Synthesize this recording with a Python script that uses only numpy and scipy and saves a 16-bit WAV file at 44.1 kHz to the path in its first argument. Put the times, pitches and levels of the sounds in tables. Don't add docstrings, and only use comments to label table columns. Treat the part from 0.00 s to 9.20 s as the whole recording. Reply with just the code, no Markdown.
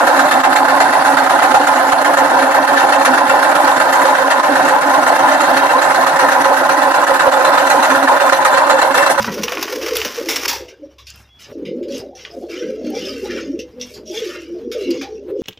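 import sys
import numpy as np
from scipy import signal
from scipy.io import wavfile
from scipy.ndimage import uniform_filter1d

SR = 44100
rng = np.random.default_rng(int(sys.argv[2]) if len(sys.argv) > 2 else 0)


def bounce(signal):
    frames = np.transpose(np.atleast_2d(signal))
    limited = np.clip(frames, -1, 1)
    pcm = np.round(limited * 32767).astype(np.int16)
    wavfile.write(sys.argv[1], SR, pcm)


def how_loud(loudness_db):
    steps = np.asarray(loudness_db, float) / 20
    return 10 ** steps


N = 405719

# t/s, bite strength/dB, motor load/dB, seating in the cone/0-1, rocking of the base/dB
HAND = [(0, 1, 2, 0.3, 6), (.5, 1.5, 0, 0.2, 2), (1., -1, 0, 0.15, 0), (1.601, 1, 0, 0.18, 3),
        (2.3, -0.5, 0, 0.32, 2), (3., 0, 0, 0.18, 4.5), (3.6, 0, .5, 0.6, 6.5), (4.1, -1.5, 0, 0.75, -4),
        (4.7, -3, -1, 0.62, 3), (5.298, -0.5, 0.5, 0.44, 6), (6., -0.5, -0.5, .6, -1),
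        (6.8, -2.5, -1, 0.7, 3), (7.4, 1, 0, 0.7, -3), (8., -0.5, -0.5, .7, -3), (8.4, 0.5, 0, 1, -4),
        (9.07, 2, -1.5, 0.96, -14), (9.13, -2, -10, 0.9, -10), (9.2, -2, 2, 1.2, -11.5)]


def housing(bites, base_db, low_db, shell_db, lid_db, steady_db):
    # f/Hz, width/Hz, left level/dB, right level/dB
    base_modes = [(158.5, 37, -3.5, -3), (342, 32, 1, 3.5), (415, 39, 3, -7.5)]
    hum_modes = [(270.8, 22.3, -5.5, -4.5), (300.6, 45.6, -19, -14)]
    low_modes = [(542.8, 36, -5, 1), (601.6, 34, -8.5, -6.5)]
    shell_modes = [(679, 57, -9, -11), (769.7, 44.5, -5.5, -2), (858.4, 40, -10.5, -1.5)]
    lid_modes = [(932, 203, 2, -9), (1041.4, 83, 3.5, 6), (1077.6, 34, -6, -18.5)]
    upper_modes = [(1074, 170, -1.5, -15), (1257, 82, -23, 5.5), (1412, 82, 2, 4), (1571, 97, -12.5, 5.5),
                   (1774, 73, 3.5, -2), (1800, 100, -18, -9)]
    # place/turns, peak level/dB, brightness/dB, scatter/dB
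    knock_turn = [
        (.03, -10, 0, 4.5),
        (.33, -9.5, 0, 2.5),
        (.68, -17, 0, 2.4),
    ]
    # place/turns, peak level/dB, brightness/dB, scatter/dB
    throb_turn = [
        (.12, -29.5, 0, 5.1),
        (.42, -25, 0, 4.),
        (.7, -24, 0, 3.6),
    ]
    # t/s, peak level/dB
    loud_knocks = [(.087, -6.5), (.222, -3), (.357, -5), (0.473, 1), (.552, -3), (0.63, -5), (0.806, 2.5),
                   (1.167, -2), (1.42, 1), (1.543, 7), (1.932, 1), (2.246, -8), (2.831, -5.5),
                   (3.214, -0.5), (4.283, -5), (4.482, -10), (4.735, -2), (4.962, -12), (5.098, -1),
                   (5.505, -5), (5.979, -7), (6.507, -3), (7.273, 1), (7.698, -3.5), (8.023, -2),
                   (8.322, 0.5), (8.453, -0.5), (8.697, 4), (8.869, -12), (9.101, 5)]
    # t/s, peak level/dB
    strong_throbs = [(.193, -19), (.331, -18), (.472, -21), (.609, -17), (.805, -23), (1.168, -20),
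                     (1.602, -17), (1.766, -27), (2.054, -24), (2.21, -19), (2.304, -20), (2.427, -18),
                     (2.602, -17), (3.091, -13), (3.218, -19), (3.909, -22), (4.25, -22), (4.378, -19),
                     (4.512, -15), (4.64, -17), (4.862, -15.5), (4.984, -18), (5.259, -21.5), (5.596, -22),
                     (5.755, -20), (6.775, -17), (7.518, -19), (7.76, -26), (7.902, -22), (8.028, -14)]

    knocks = np.vstack([contacts(knock_turn, np.zeros_like)[:, :2], loud_knocks])
    throbs = np.vstack([contacts(throb_turn, np.zeros_like)[:, :2], strong_throbs])
    knock = bursts(knocks, knocks[:, 1] + 7.48, attack_s=0.0016, decay_s=0.023)
    throb = bursts(throbs, throbs[:, 1] + 0.52, attack_s=0.0076, decay_s=0.019)
    jolt = bursts(bites, bites[:, 1] - 1.5, attack_s=0.0012, decay_s=0.017)

    gears = chatter(per_s=2500, spread_db=3.5)
    feet = chatter(per_s=900, spread_db=3.0)
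    teeth = chatter(per_s=4000, spread_db=5.0)
    base_power = how_loud(2 * -35.) * (1 + 0.53 * knock)
    hum_power = how_loud(2 * base_db - 6) + throb
    low_power = how_loud(2 * low_db + 1.5) * (1 + 0.93 * knock)
    shell_power = how_loud(2 * shell_db - 3) * (1 + 1.8 * knock)
    lid_power = how_loud(2 * lid_db + 4.5) * (1 + 0.47 * knock)
    upper_power = how_loud(2 * steady_db + 24) * (1 + 0.12 * knock) + jolt

    base = body(base_modes, feet, base_power, flicker_db=2.4, even=0.05)
    hum = body(hum_modes, feet, hum_power, flicker_db=1.5, even=0.5)
    low = body(low_modes, gears, low_power, flicker_db=5.1, even=0.44)
    shell = body(shell_modes, gears, shell_power, flicker_db=2.1, even=0.38)
    lid = body(lid_modes, gears, lid_power, flicker_db=2.9, even=0.053)
    upper = body(upper_modes, teeth, upper_power, flicker_db=1.44, even=0.24)

    free = bursts(bites - [0.016, 0, 0], bites[:, 1] + 14, attack_s=0.004, decay_s=0.01)
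    return base + hum + (low + shell + lid + upper) / np.sqrt(1 + 0.5 * np.minimum(free, 1.5))


def cutter_bites():
    # place/turns, peak level/dB, brightness/dB, scatter/dB
    bite_turn = [
        (0, -7, -8.5, 1.07),
        (.3, -24.5, -17, -1),
        (.55, -23, -14, 5),
        (.72, -14, -10, 1.5),
    ]
    # t/s, change of level/dB
    odd_turns = [(.2, 2.5), (.68, -2.5), (.8, 6), (.93, -3), (1.17, 5), (1.42, 2), (1.54, 5), (1.79, -4),
                 (1.92, 3.5), (2.29, -8), (3.05, 5), (3.55, 1), (4.05, -2), (4.3, 3.5), (4.43, -1.5),
                 (5.06, 1), (5.18, -1.5), (5.44, -7), (5.57, 0.5), (5.69, -5), (5.82, -1.5), (5.94, 0),
                 (6.19, 1.5), (6.94, -0.5), (7.19, 3), (7.7, 2.5), (8.2, -1), (8.33, 4.5), (8.45, 4.5),
                 (8.7, 3.5)]
    # t/s, peak level/dB, brightness/dB
    catches = [(.52, -25, -11), (1.0904, -20, 4), (1.39, -13, -9), (1.73, -26, -7), (2.134, -13.5, -4),
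               (2.393, -13, -14), (2.773, -5.5, -14), (3.7614, -13, -11), (4.014, -13.5, -4),
               (4.15, -10.5, -16), (5.158, -9, -7), (5.4031, -10, -7), (5.9249, -15, -12),
               (6.286, -9.5, -6), (6.6473, -16, -8), (6.774, -14, -4), (6.9177, -17, -5), (6.98, -17, -11),
               (7.1372, -10, -7), (7.2759, -15, -13), (7.5188, -13, -12), (7.9004, -8.5, -10),
               (8.027, -8, -8), (8.297, -10, -12), (8.3614, -17, -4), (8.6647, -21, -3), (8.9755, -4.5, -7),
               (9.0284, -10, -10), (9.0976, -10, 1)]
    hand_s, bite_db = np.transpose(HAND)[:2]
    odd_s, odd_db = np.transpose(odd_turns)

    def strength_db(at):
        near = np.abs(at[..., None] - odd_s) < 0.02
        return np.interp(at, hand_s, bite_db) + np.sum(odd_db * near, axis=-1)

    return np.vstack([contacts(bite_turn, strength_db), catches])


def rasp(bites, steady_db):
    # f/Hz, left level/dB per Hz, right level/dB per Hz
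    colours = [(1664, 6, 16.5), (2037, -0.5, -3), (2880, -5.5, -9), (3630, -2, -18), (4120, -3, -14),
               (4720, -8, -12.5), (6080, -14.5, -11), (6440, -19, -20.5), (7940, -12, -13),
               (10350, -24, -8), (12250, -17, -9.5), (13100, -25.5, -14), (14300, -18, -16)]
    # f/Hz, width/Hz, left level/dB, right level/dB
    cutter_modes = [(2677, 74, 1.5, -9), (3490, 145, -1, -7.5), (4250, 500, -14, -8.5),
                    (5900, 82, -5.5, -27), (7160, 940, -27, -8)]
    # f/Hz, width/Hz, left level/dB, right level/dB
    blunt_modes = [(2915, 22, -7, -7), (4310, 31, -2, 4), (5170, 60, -11, -11), (6700, 68, 2, -12),
                   (10140, 400, -13, -2.5), (10370, 150, -6, -8)]
    pointed_modes = [(2710, 33, 8, -6), (4010, 58, 3, -2), (5980, 55, 0, -3), (7720, 190, -23, -8)]

    peak_db, bright_db = bites[:, 1:].T
    dull = bursts(bites, peak_db - 9.5, attack_s=0.003, decay_s=0.021)
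    bright = bursts(bites, peak_db + bright_db - 0.5, attack_s=0.003, decay_s=0.021)
    chips = [chatter(per_s=11000, spread_db=6.0), chatter(per_s=9000, spread_db=3.5)]
    steady = how_loud(2 * steady_db + 6.5) * flicker(spread_db=1.5, rate=43)

    edges = np.geomspace(1700, 14800, 14)
    out = 0
    for k, (low, high) in enumerate(zip(edges, edges[1:])):
        hz = np.sqrt(low * high)
        octaves = np.log2(hz / 4500)
        dull_share = np.clip(1 - octaves, 0, 1)
        bright_share = np.clip(octaves, 0, 1) * np.clip(5700.0 / hz, 0, 1)
        power = steady + dull_share * dull + bright_share * bright
        gain = np.sqrt(power) * flicker(spread_db=1.5, rate=38)
        colour = how_loud(np.array([[at_hz(colours, hz)], [at_hz(colours, hz, column=2)]]))
        band = signal.butter(2, [low, high], "band", fs=SR, output="sos")
        out = out + colour * signal.sosfilt(band, gain * at_ports(chips[k % 2], hz))

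    ringing = body(cutter_modes, chips[0], steady + 2 * dull, flicker_db=4, even=0)
    point = np.interp(np.arange(N) / SR, [4, 7], [0, 1])
    blunt = body(blunt_modes, chips[1], (steady + 2.2 * dull) * (1 - point), flicker_db=3.0, even=0)
    pointed = body(pointed_modes, chips[1], (steady + 3.3 * dull) * point, flicker_db=5.0, even=0)
    return how_loud(11.0) * out + how_loud(-12) * ringing + how_loud(-16) * blunt + how_loud(-13) * pointed


def tray(x):
    tray_db, t60_s, creep_s = -5.5, 0.045, 0.5
    t = np.arange(2000) / SR
    step = int(creep_s * SR)
    out = np.zeros((2, N + SR * 4))
    fade = np.sqrt(np.hanning(2 * step))
    padded = np.pad(x, [(0, 0), (step, 2 * step)])
    for start in range(0, N + step, step):
        echoes = rng.standard_normal((2, len(t))) * how_loud(-60 * t / t60_s) * (t > 0.0015)
        echoes = how_loud(tray_db) * echoes / np.sqrt(np.sum(echoes ** 2, axis=1, keepdims=True))
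        piece = signal.fftconvolve(padded[:, start:start + 2 * step] * fade, echoes, axes=1)
        out[:, start:start + piece.shape[1]] += piece
    return (x + out[:, step:step + N]) / np.sqrt(1 + how_loud(2 * tray_db))


def lull():
    lead_s, depth, shudder_db = 0.016, 0.97, 1
    rows = contacts([(0.015, 3.9, 0, 3.3)], np.zeros_like)
    free = bursts(rows - [lead_s, 0, 0], rows[:, 1], attack_s=0.0046, decay_s=0.011)
    return flicker(shudder_db, rate=16.4) / np.sqrt(1 + depth * np.minimum(free, 2.5))


def rumble():
    low = signal.butter(2, [18, 110], "band", fs=SR, output="sos")
    shake = signal.sosfilt(low, rng.standard_normal((2, N)) * flicker(spread_db=6, rate=9))
    return how_loud(-68 + np.array([[0.3], [5.0]])) * rms_one(shake)


def contacts(pattern, strength_db):
    # t/s, count/turns
    carrier = [(-.054, -1), (.071, 0), (.557, 4), (1.1717, 9), (1.5439, 12), (2.169, 17), (3.0485, 24),
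               (3.675, 29), (4.3026, 34), (5.0615, 40), (5.566, 44), (6.1914, 49), (7.193, 57), (7.699, 61),
               (8.4502, 67), (8.944, 71), (9.178, 73), (9.3, 74)]
    jitter_s = 0.0027
    s, turns = np.transpose(carrier)
    place, peak_db, bright_db, scatter_db = np.transpose(pattern)
    whole = np.arange(-1, turns[-1])[:, None]
    luck = rng.standard_normal((3, len(whole), len(place)))
    at = np.interp(whole + place, turns, s) + jitter_s * luck[0] * np.sqrt(scatter_db / 3)
    peaks = peak_db + strength_db(at) + scatter_db * luck[1]
    brights = bright_db + scatter_db * luck[2]
    rows = np.stack([at, peaks, brights], axis=-1).reshape(-1, 3)
    return rows[(at.ravel() > 0) & (at.ravel() < N / SR)]


def bursts(events, level_db, attack_s, decay_s):
    marks = np.full(N, 1e-18)
    start = np.array(events)[:, 0] - attack_s
    marks[np.maximum(start * SR, 0).astype(int)] = how_loud(2 * level_db)
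    rise = np.exp(-1 / (attack_s * SR))
    fall = np.exp(-2 / (decay_s * SR))
    swell = signal.lfilter([(1 - rise) ** 2], [1, -2 * rise, rise * rise], marks)
    return signal.lfilter([1], [1, -fall], swell)


def chatter(per_s, spread_db):
    count = round(3 * per_s * N / SR)
    size_draw, sign_draw, time_draw = rng.random((3, count))
    sizes = how_loud(spread_db * np.minimum(-np.log(size_draw + 1e-9), 4)) * np.sign(sign_draw - 0.5)
    trains = np.zeros(3 * N)
    trains[(time_draw * 3 * N).astype(int)] = sizes
    return rms_one(trains.reshape(3, N) + 1e-18)


def body(modes, trains, power, flicker_db, even):
    out = 0
    for k, (hz, width_hz, *level_db) in enumerate(modes):
        drive = at_ports(trains, hz) * flicker(flicker_db, rate=21)
        rung = resonate(resonate(drive, hz, width_hz), hz, 2.87 * width_hz)
        out = out + (-1) ** k * how_loud(np.array(level_db))[:, None] * rung
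    swell = uniform_filter1d(uniform_filter1d(np.mean(out ** 2, axis=0), size=400), size=400)
    evened = out * (np.abs(swell) + 1e-12) ** (-even / 2)
    return rms_one(evened) * np.sqrt(power)


def resonate(x, hz, width_hz):
    r = np.exp(-np.pi * width_hz / SR)
    poles = [1, -2 * r * np.cos(2 * np.pi * hz / SR), r * r]
    return signal.lfilter([(1 - r * r) / 2, 0, (r * r - 1) / 2], poles, x)


def at_ports(trains, hz):
    # f/Hz, share/0-1
    likeness = [(130, .92), (300, .96), (700, .94), (1200, .82), (2200, .5), (4500, .35), (8000, .2),
                (12000, .3)]
    alike = np.clip(at_hz(likeness, hz), 0, 0.99)
    return np.sqrt(alike) * trains[0] + np.sqrt(1 - alike) * trains[1:]


def left_later(pair, lag):
    return np.array([np.roll(pair[0], lag), pair[1]])


def flicker(spread_db, rate):
    r = np.exp(-80 * np.pi * rate / SR)
    noise = rng.standard_normal(N // 40 + 2002)
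    slow = signal.lfilter([1], [1, -2 * r, r * r], noise)[2000:]
    return np.interp(np.arange(N) / 40, np.arange(len(slow)), how_loud(spread_db * rms_one(slow)))


def at_hz(points, hz, column=1):
    rows = np.array(points)
    return np.interp(np.log(hz), np.log(rows[:, 0]), rows[:, column])


def rms_one(x):
    return x / np.sqrt(np.mean(x ** 2) + 1e-20)


def scene():
    s, *hand = np.transpose(HAND)
    _, load_db, seating, rocking_db = [np.interp(np.arange(N) / SR, s, column) for column in hand]

    def level(mean_db, seated_db):
        return mean_db + load_db + seated_db * seating

    hum, low = level(-31, -1.5), level(-22, 4)
    shell, lid = level(-13, -4.5), level(-21.5, 4.5)
    steady = level(-30, 0.5)
    bites = cutter_bites()
    shaking = housing(bites, hum + rocking_db, low, shell, lid, steady)
    biting = tray(rasp(bites, steady))
    machine = left_later(shaking, lag=8) + left_later(biting, lag=5)
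    return how_loud(0.8) * lull() * machine + rumble()


def thin_treble(x, keep_db, top_hz, top_db_per_khz, whim_db):
    hz, _, frames = signal.stft(x, SR, nperseg=2048)
    power = uniform_filter1d(np.abs(frames) ** 2, size=5, axis=1)[:, 2::5]
    level_db = 10 * np.log10(power + 1e-20)
    centre = hz[2::5, None]
    needed_db = keep_db + top_db_per_khz * np.maximum(centre - top_hz, 0) / 1000
    whim = np.sqrt(3) * uniform_filter1d(rng.standard_normal(level_db.shape), size=3, axis=2)
    kept = (level_db > needed_db + whim_db * whim) | (centre < 2000)
    return signal.istft(frames * np.repeat(kept, 5, axis=1), SR, nperseg=2048)[1][:, :N]


def low_pass(x):
    return signal.sosfilt(signal.butter(12, 14540, fs=SR, output="sos"), x)


def record(dry):
    over_db = np.maximum(20 * np.log10(np.abs(dry).max(axis=0) + 1e-9) + 0.075, 0)
    ramp = 150 * np.arange(N) / SR
    held = np.maximum.accumulate(over_db + ramp) - ramp
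    duck = how_loud(-0.6 * signal.lfilter([0.02], [1, -0.98], held))
    left, right = np.clip(dry * duck, -0.97, 0.97)
    right = signal.sosfilt(signal.butter(6, 12300, fs=SR, output="sos"), right)
    ports = np.array([left, right])
    mix = thin_treble(ports, keep_db=-67.5, top_hz=11300, top_db_per_khz=1.7, whim_db=4.5)
    return low_pass(mix)


dry = scene()
out = record(dry)
bounce(out)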